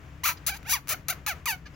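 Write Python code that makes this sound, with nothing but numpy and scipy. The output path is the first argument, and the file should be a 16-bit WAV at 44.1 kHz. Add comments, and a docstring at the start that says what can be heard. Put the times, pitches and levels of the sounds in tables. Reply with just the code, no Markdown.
"""At a wooden hutch outdoors, close beside a rabbit: seven short, wet, kiss-like squeaks and two faint ones.
Each is a pulse train: a moist opening flutters, and its tiny pops excite one set of resonances.
Slow pops are heard as ticks, fast ones as a tone that glides with the pop rate, turns raspy when
squeezed and dulls as it ends. A brief thin tone rings in each faint squeak, and a faint high pip follows.
The boards reflect the sound, and behind it lie a low rumble, a faint hum and a soft wash of noise."""
import sys
import numpy as np
from scipy import signal
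from scipy.fft import rfft, irfft, next_fast_len
from scipy.io import wavfile
from scipy.ndimage import map_coordinates

SR = 44100
rng = np.random.default_rng(int(sys.argv[2]) if len(sys.argv) > 2 else 0)


def dump(signal):
    """Clip the signal to [-1, 1] and save it as 16-bit WAV at the path in sys.argv[1]."""
    limited = np.clip(np.atleast_2d(signal).T, -1, 1)
    pcm = np.round(limited * 32767).astype(np.int16)
    wavfile.write(sys.argv[1], SR, pcm)


N = 77175
TOP_HZ = 16300

# Course of the flutter in each loud squeak: time_s, pop_rate_hz, roughness (0-1), tone_db, sizzle_db
SQUEAK_1 = [(0.2355, 915, 0.1, -37, -43), (0.24, 1008, 0.2, -30.5, -29.5), (0.249, 1171, 0.01, -34.5, -35),
            (0.254, 1191, 0.4, -30.5, -27.5), (0.259, 1439, 0.8, -27, -29),
            (0.266, 1325, 0.97, -30.5, -26.5), (0.274, 1172, 0.57, -30, -30.5),
            (0.282, 1178, 0.8, -34.5, -24), (0.29, 1008, 0.7, -28, -31.5), (0.308, 912, 0.85, -36, -35),
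            (0.318, 1010, 0.68, -35, -38.5), (0.335, 950, 0.8, -56, -51)]
SQUEAK_2 = [(0.4653, 369, 0.083, -43.5, -29), (0.469, 456.5, 0.14, -44.5, -24.5),
            (0.48, 604, 0.33, -36, -29.5), (0.492, 715, 0.13, -34.5, -32), (0.504, 861, 0.11, -37, -43),
            (0.514, 799, 0.1, -45.5, -45.5), (0.522, 770, 0.1, -38, -50.5),
            (0.534, 774, 0.057, -40.5, -54.5), (0.547, 810, 0.3, -42, -48.5),
            (0.561, 931, 0.47, -45, -52.5), (0.575, 950.0, 0.51, -52, -47.5)]
SQUEAK_3 = [(0.643, 595, 0.05, -62.5, -80), (0.66, 698.9, 0.05, -45.5, -63),
            (0.68, 896, 0.05, -43.5, -45.5), (0.692, 950, 0.3, -39, -39), (0.694, 729.5, 0.42, -37, -33.5),
            (0.709, 779, 0.15, -38, -28.5), (0.72, 846, 0.4, -38.5, -23), (0.731, 957, 0.3, -30, -28.5),
            (0.735, 1194, 0.1, -31.5, -26.5), (0.743, 1165, 0.15, -30.5, -30),
            (0.76, 963, 0.22, -32.5, -41.5), (0.776, 791, 0.24, -42.5, -52), (0.794, 666, 0.4, -54, -79)]
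SQUEAK_4 = [(0.891, 276, 0.16, -41, -30), (0.901, 416, 0.18, -37, -29.5), (0.908, 527, 0.41, -34.5, -35),
            (0.913, 719, 0.82, -36.5, -28), (0.923, 624.3, 0.17, -34.5, -32),
            (0.928, 601, 0.05, -32.5, -32), (0.933, 616, 0.14, -34, -34), (0.94, 786, 0.2, -40, -47),
            (0.946, 734, 0.18, -35, -59), (0.957, 615, 0.2, -54.5, -61)]
SQUEAK_5 = [(1.0837, 345, 0.1, -40, -28.5), (1.09, 518, 0.61, -35, -31.5), (1.096, 693, 0.24, -38, -35),
            (1.101, 681, 0.075, -31.5, -29), (1.111, 774, 0.2, -35, -36.5), (1.119, 760, 0.12, -39.5, -49),
            (1.128, 678, 0.1, -34.5, -49), (1.138, 524, 0.26, -53, -55.5)]
SQUEAK_6 = [(1.2642, 518.3, 0.1, -34.5, -28.5), (1.2668, 700, .2, -40.5, -36),
            (1.269, 1372, .08, -34.5, -33), (1.274, 1159, .08, -35, -43), (1.278, 852, 0.54, -31.5, -35),
            (1.292, 847, 0.25, -33.5, -34), (1.305, 764, 0.044, -33.5, -44), (1.316, 700, .07, -34, -45.5),
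            (1.331, 608, 0.078, -39.5, -58), (1.339, 580, 0.1, -53, -69.5)]
SQUEAK_7 = [(1.4572, 796, 0.15, -39, -32.5), (1.462, 1272, 0.1, -34, -38), (1.468, 1202, .05, -33, -41),
            (1.478, 970, 0.32, -31, -34.5), (1.488, 938.4, 0.061, -28, -34),
            (1.508, 866, 0.108, -32.5, -34), (1.521, 781, 0.103, -37, -41),
            (1.534, 746.5, 0.05, -35, -49.5), (1.549, 729.4, 0.05, -42.5, -61), (1.564, 733, .05, -62, -70)]
LOUD_SQUEAKS = (SQUEAK_1, SQUEAK_2, SQUEAK_3, SQUEAK_4, SQUEAK_5, SQUEAK_6, SQUEAK_7)


def amp(db):
    """Decibels as an amplitude ratio."""
    return 10 ** (np.asarray(db) / 20)


def along(points, hz):
    """Interpolation of (frequency_hz, value) points on a logarithmic frequency axis."""
    knots_hz, values = np.transpose(points)
    return np.interp(np.log(hz + 1), np.log(knots_hz + 1), values)


def wobble(knots_per_s):
    """Slow random modulation: a spline through Gaussian knots."""
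    knots = rng.standard_normal(int(N * knots_per_s / SR) + 4)
    return map_coordinates(knots, [np.arange(N) * knots_per_s / SR])


def below(hz, edge_hz, order=12):
    """Low-pass gain, one half at the edge."""
    return 1 / (1 + (hz / edge_hz) ** order)


def filtered(x, response):
    """Linear filtering: the spectrum is multiplied by a frequency response."""
    size = next_fast_len(N + SR // 2)
    return irfft(rfft(x, size) * response(np.fft.rfftfreq(size, 1 / SR)), size)[..., :N]


def impulses(times, sizes, half_width=8):
    """Band-limited impulses, placed between samples by a windowed sinc."""
    at = times[:, None] * SR
    index = at.astype(int) + np.arange(1 - half_width, half_width + 1)
    shape = np.sinc(index - at) * np.cos(np.pi * (index - at) / (2 * half_width)) ** 2
    return np.bincount(np.clip(index, 0, N).ravel(), (shape * sizes[:, None]).ravel(), N + 1)[:N]


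def squeaks(puff_s=0.00032, hiss_db=-18.5, release_db=-8.5, muffle_db=-28):
    """Source and filter: each pop and its puff of turbulent air excite the same resonances."""
    # Two faint squeaks: time_s, pop_rate_hz, roughness (0-1), tone_db, sizzle_db
    faint_late = [(1.657, 572, 0.125, -60, -50), (1.666, 595, 0.17, -50.5, -46),
                  (1.682, 620, 0.82, -58, -53)]
    faint_early = [(.367, 824, .8, -66, -67), (.374, 780, 0.95, -58, -39), (.384, 807, .8, -62, -50)]
    # Lone pops ahead of a squeak: start_s, tone_db, sizzle_db
    lone_pops = [(0.63, -29.5, -38.5), (0.8736, -24, -25), (0.883, -20, -14.5)]
    lone = [(start_s, 0, 0, tone, sizzle) for start_s, tone, sizzle in lone_pops]
    loud = np.vstack([flutter(squeak) for squeak in LOUD_SQUEAKS] + [lone])
    pops = np.vstack([loud, flutter(faint_late), flutter(faint_early)])
    times, rough, closing, tone_db, sizzle_db = pops.T
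    faint = np.arange(len(times)) >= len(loud)
    bright_db = sizzle_db - tone_db
    levels_db = [tone_db - 8.5 - 0.42 * np.maximum(bright_db, 0),  # low: thinner in a bright pop
                 tone_db - 3.5,  # tone
                 tone_db - 3.5 + release_db * closing * ~faint,  # upper tone: fades first on closing
                 tone_db - 6.5 + 0.628 * bright_db,  # middle: partly follows the sizzle
                 sizzle_db - 3.5 + muffle_db * faint]  # sizzle
    size = next_fast_len(N + SR // 10)
    hz = np.fft.rfftfreq(size, 1 / SR)
    low_passes = [below(hz, edge_hz) for edge_hz in (1055, 1956, 3170, 6120)]
    bands = np.diff(low_passes, axis=0, prepend=0, append=1)
    colour = resonances(size)
    puff = np.exp(-np.arange(128) / SR / puff_s)
    puff /= np.linalg.norm(puff)
    spectrum = 0
    for db, band in zip(levels_db, bands):
        air_envelope = np.convolve(impulses(times, amp(db + hiss_db + 3 * rough)), puff)[:N]
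        drive = impulses(times, amp(db)) + air_envelope * rng.standard_normal((2, N))
        band_rms = np.sqrt(np.mean(np.abs(colour.mean(0) * band) ** 2))
        spectrum = spectrum + rfft(drive, size) * colour * band / band_rms
    return -irfft(spectrum, size)[:, :N]  # polarity inverted; the pops sound the same


def flutter(squeak, waver=0.008, jitter_periods=0.11, limp_periods=0.16, release_s=0.032):
    """Pulse train: one pop a cycle; jitter and period doubling or tripling make it rasp."""
    knots_s, *controls = np.transpose(squeak)
    t = np.arange(knots_s[0], knots_s[-1], 1 / SR)
    pitch_hz = np.interp(t, knots_s, controls[0]) * (1 + waver * wobble(160)[:len(t)])
    cycles = np.cumsum(pitch_hz) / SR
    times = np.interp(np.arange(cycles[-1]), cycles, t)
    rate_hz, rough, tone_db, sizzle_db = [np.interp(times, knots_s, column) for column in controls]
    jitter, shimmer, sparkle, grouping = rng.standard_normal((4, len(times)))
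    # In rough flutter every second or third pop comes late and slightly weaker.
    late = np.isin(np.arange(len(times)), np.cumsum(np.where(grouping > 1, 2, 3)))
    limp = late - late.mean()
    pop_db = 10 * np.log10(SR / rate_hz)  # keeps the power independent of the pop rate
    pop_db += rough * (0.5 * shimmer - limp)
    pop_db[0] += 0.5  # the first pop breaks the seal
    times = times + (jitter_periods * rough ** 1.65 * jitter + limp_periods * rough * limp) / rate_hz
    closing = np.clip(1 - (knots_s[-1] - times) / release_s, 0, 1)
    scatter_db = 4.75 * rough * (sparkle - rough)
    return np.transpose([times, rough, closing, tone_db + pop_db, sizzle_db + pop_db + scatter_db])


def resonances(size, smear_s=0.00092, smear_from_hz=5900):
    """Stereo transfer function of a pop, with dispersion: its top arrives later than its low end."""
    # Resonance peaks and dips of every pop: frequency_hz, left_db, right_db
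    pop_colour = [(300, -43.5, -44.5), (441, -9.5, -11), (700, -8.5, -12.5), (950, -6, -8.5),
                  (1313, 2, -1.5), (1944, -3.5, -1), (2337, 0, 5), (2824, -7, 1.5), (3450, -3.5, -11.5),
                  (4200, -6, -3.5), (4700, -0.5, -12), (4900, -9, -16.5), (6040, -3, -5),
                  (7680, -11.5, -22), (8230, -31.5, -26.5), (9303, -12, -26), (10270, -6, -10.5),
                  (11740, -14.5, -14.5), (13700, 0.5, -8.5), (14200, -7, -21), (15800, -2.5, -22),
                  (16330, -24.5, -43.5)]
    rings = np.array([minimum_phase(np.array(pop_colour)[:, [0, side]]) for side in (1, 2)])
    hz = np.fft.rfftfreq(size, 1 / SR)
    phase_lag = np.pi * smear_s * np.maximum(hz - smear_from_hz, 0) ** 2 / TOP_HZ
    return rfft(rings, size) * np.exp(-1j * phase_lag)


def minimum_phase(points, size=1024):
    """Folding the cepstrum gives the shortest ring with a given (frequency_hz, level_db) spectrum."""
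    cepstrum = irfft(np.log(amp(along(points, np.fft.rfftfreq(size, 1 / SR)))))
    cepstrum[1:size // 2] *= 2
    cepstrum[size // 2 + 1:] = 0
    return irfft(np.exp(rfft(cepstrum)))


def thin_tones(waver_rad=0.35):
    """Gaussian tone bursts: two ring within the faint squeaks, and one faint high pip follows."""
    # Brief tones: centre_s, half_width_s, pitch_hz, level_db
    bursts = [(.374, 0.0043, 4868, -53), (1.663, 0.0069, 1701, -43), (1.745, 0.0053, 5040, -60)]
    t = np.arange(N) / SR
    sound = 0
    for centre_s, half_width_s, pitch_hz, level_db in bursts:
        envelope = amp(level_db) * np.exp(-((t - centre_s) / half_width_s) ** 2)
        sound = sound + envelope * np.sin(2 * np.pi * pitch_hz * t + waver_rad * wobble(300))
    return sound


def early_reflections(direct, edge_hz=3900, t60_s=0.029):
    """Scattering: a hand and the near boards return the treble, in a new pattern for each loud squeak."""
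    treble = filtered(direct, lambda hz: 1 - below(hz, edge_hz, order=4))
    changes_s = [squeak[0][0] - 0.03 for squeak in LOUD_SQUEAKS[1:]]
    segment = np.searchsorted(changes_s, np.arange(N) / SR)
    return sum(diffuse(treble * (segment == k), [(1000, t60_s)], delay_s=0.0002)
               for k in np.unique(segment))


def hutch_reverberation(direct):
    """Reverberation: repeated reflections in the hutch linger longest in the bass."""
    # Time to decay by 60 dB: frequency_hz, t60_s
    decay_times = [(300, 0.3), (2000, 0.11), (6000, 0.176), (9000, 0.16), (14000, 0.1574)]
    return diffuse(direct, decay_times, delay_s=0.0057)


def diffuse(x, decay_times, delay_s):
    """Diffuse field: convolution with stereo noise in which each frequency decays exponentially."""
    hz, t, noise = signal.stft(rng.standard_normal((2, SR // 3)), SR, nperseg=64)
    decay = amp(-60 * t / along(decay_times, hz)[:, None])
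    tail = signal.istft(noise * decay, SR, nperseg=64)[1]
    response = np.pad(tail / np.linalg.norm(tail[0]), ((0, 0), (int(delay_s * SR), 0)))
    return signal.fftconvolve(x, response, axes=1)[:, :N]


def outdoor_noise(spectrum):
    """Partial coherence: noise of unit rms, nearly alike in both channels at long wavelengths."""
    # Likeness of left and right: frequency_hz, correlation
    coherence = [(60, 0.998), (300, 0.95), (1500, 0.3), (5000, 0.56), (14000, .3)]

    def mid_side_gains(hz):
        angle = np.arccos(along(coherence, hz)) / 2
        return amp(along(spectrum, hz)) * [np.cos(angle), np.sin(angle)]

    mid, side = filtered(rng.standard_normal((2, N)), mid_side_gains)
    stereo = np.array([mid + side, mid - side])
    return stereo / np.sqrt(np.mean(stereo ** 2))


def background(hum_hz=135.75, drift_rad=0.89, waver_db=2.1, left_lead_db=4.5):
    """Ambient noise: outdoor rumble, a phase-modulated hum and an amplitude-modulated wash."""
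    # Spectral densities of the rumble and the wash: frequency_hz, relative_db
    rumble_spectrum = [(20, -31), (35, -8.5), (46, -14.5), (62, 0), (80, -3), (100, -6.5), (116, -17),
                       (138, -8), (170, -9.5), (220, -23), (300, -17), (500, -59.5)]
    wash_spectrum = [(450, -7.5), (800, -10.5), (1500, -9.5), (2500, -13), (4000, -25.5), (7000, -26.5),
                     (8500, -37.5), (15000, -34)]
    rumble = filtered(outdoor_noise(rumble_spectrum), lambda hz: below(hz, edge_hz=520))
    hum = np.sqrt(2) * np.sin(2 * np.pi * hum_hz * np.arange(N) / SR + drift_rad * wobble(8))
    wash = amp(waver_db * wobble(15.22)) * outdoor_noise(wash_spectrum)
    balance = amp([[left_lead_db / 2], [-left_lead_db / 2]])
    return (amp(-47.5) * rumble + amp(-57) * hum + amp(-54.5) * wash) * balance


def scene():
    """Superposition of the direct sound, its reflections and the outdoor background."""
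    direct = squeaks() + thin_tones()
    reflected = amp(2) * early_reflections(direct) + amp(-12) * hutch_reverberation(direct)
    return direct + reflected + background()


def record(dry):
    """Band limiting: a very steep low-pass removes the highest treble."""
    return filtered(dry, lambda hz: below(hz, TOP_HZ, order=120))


dry = scene()
out = record(dry)
dump(out)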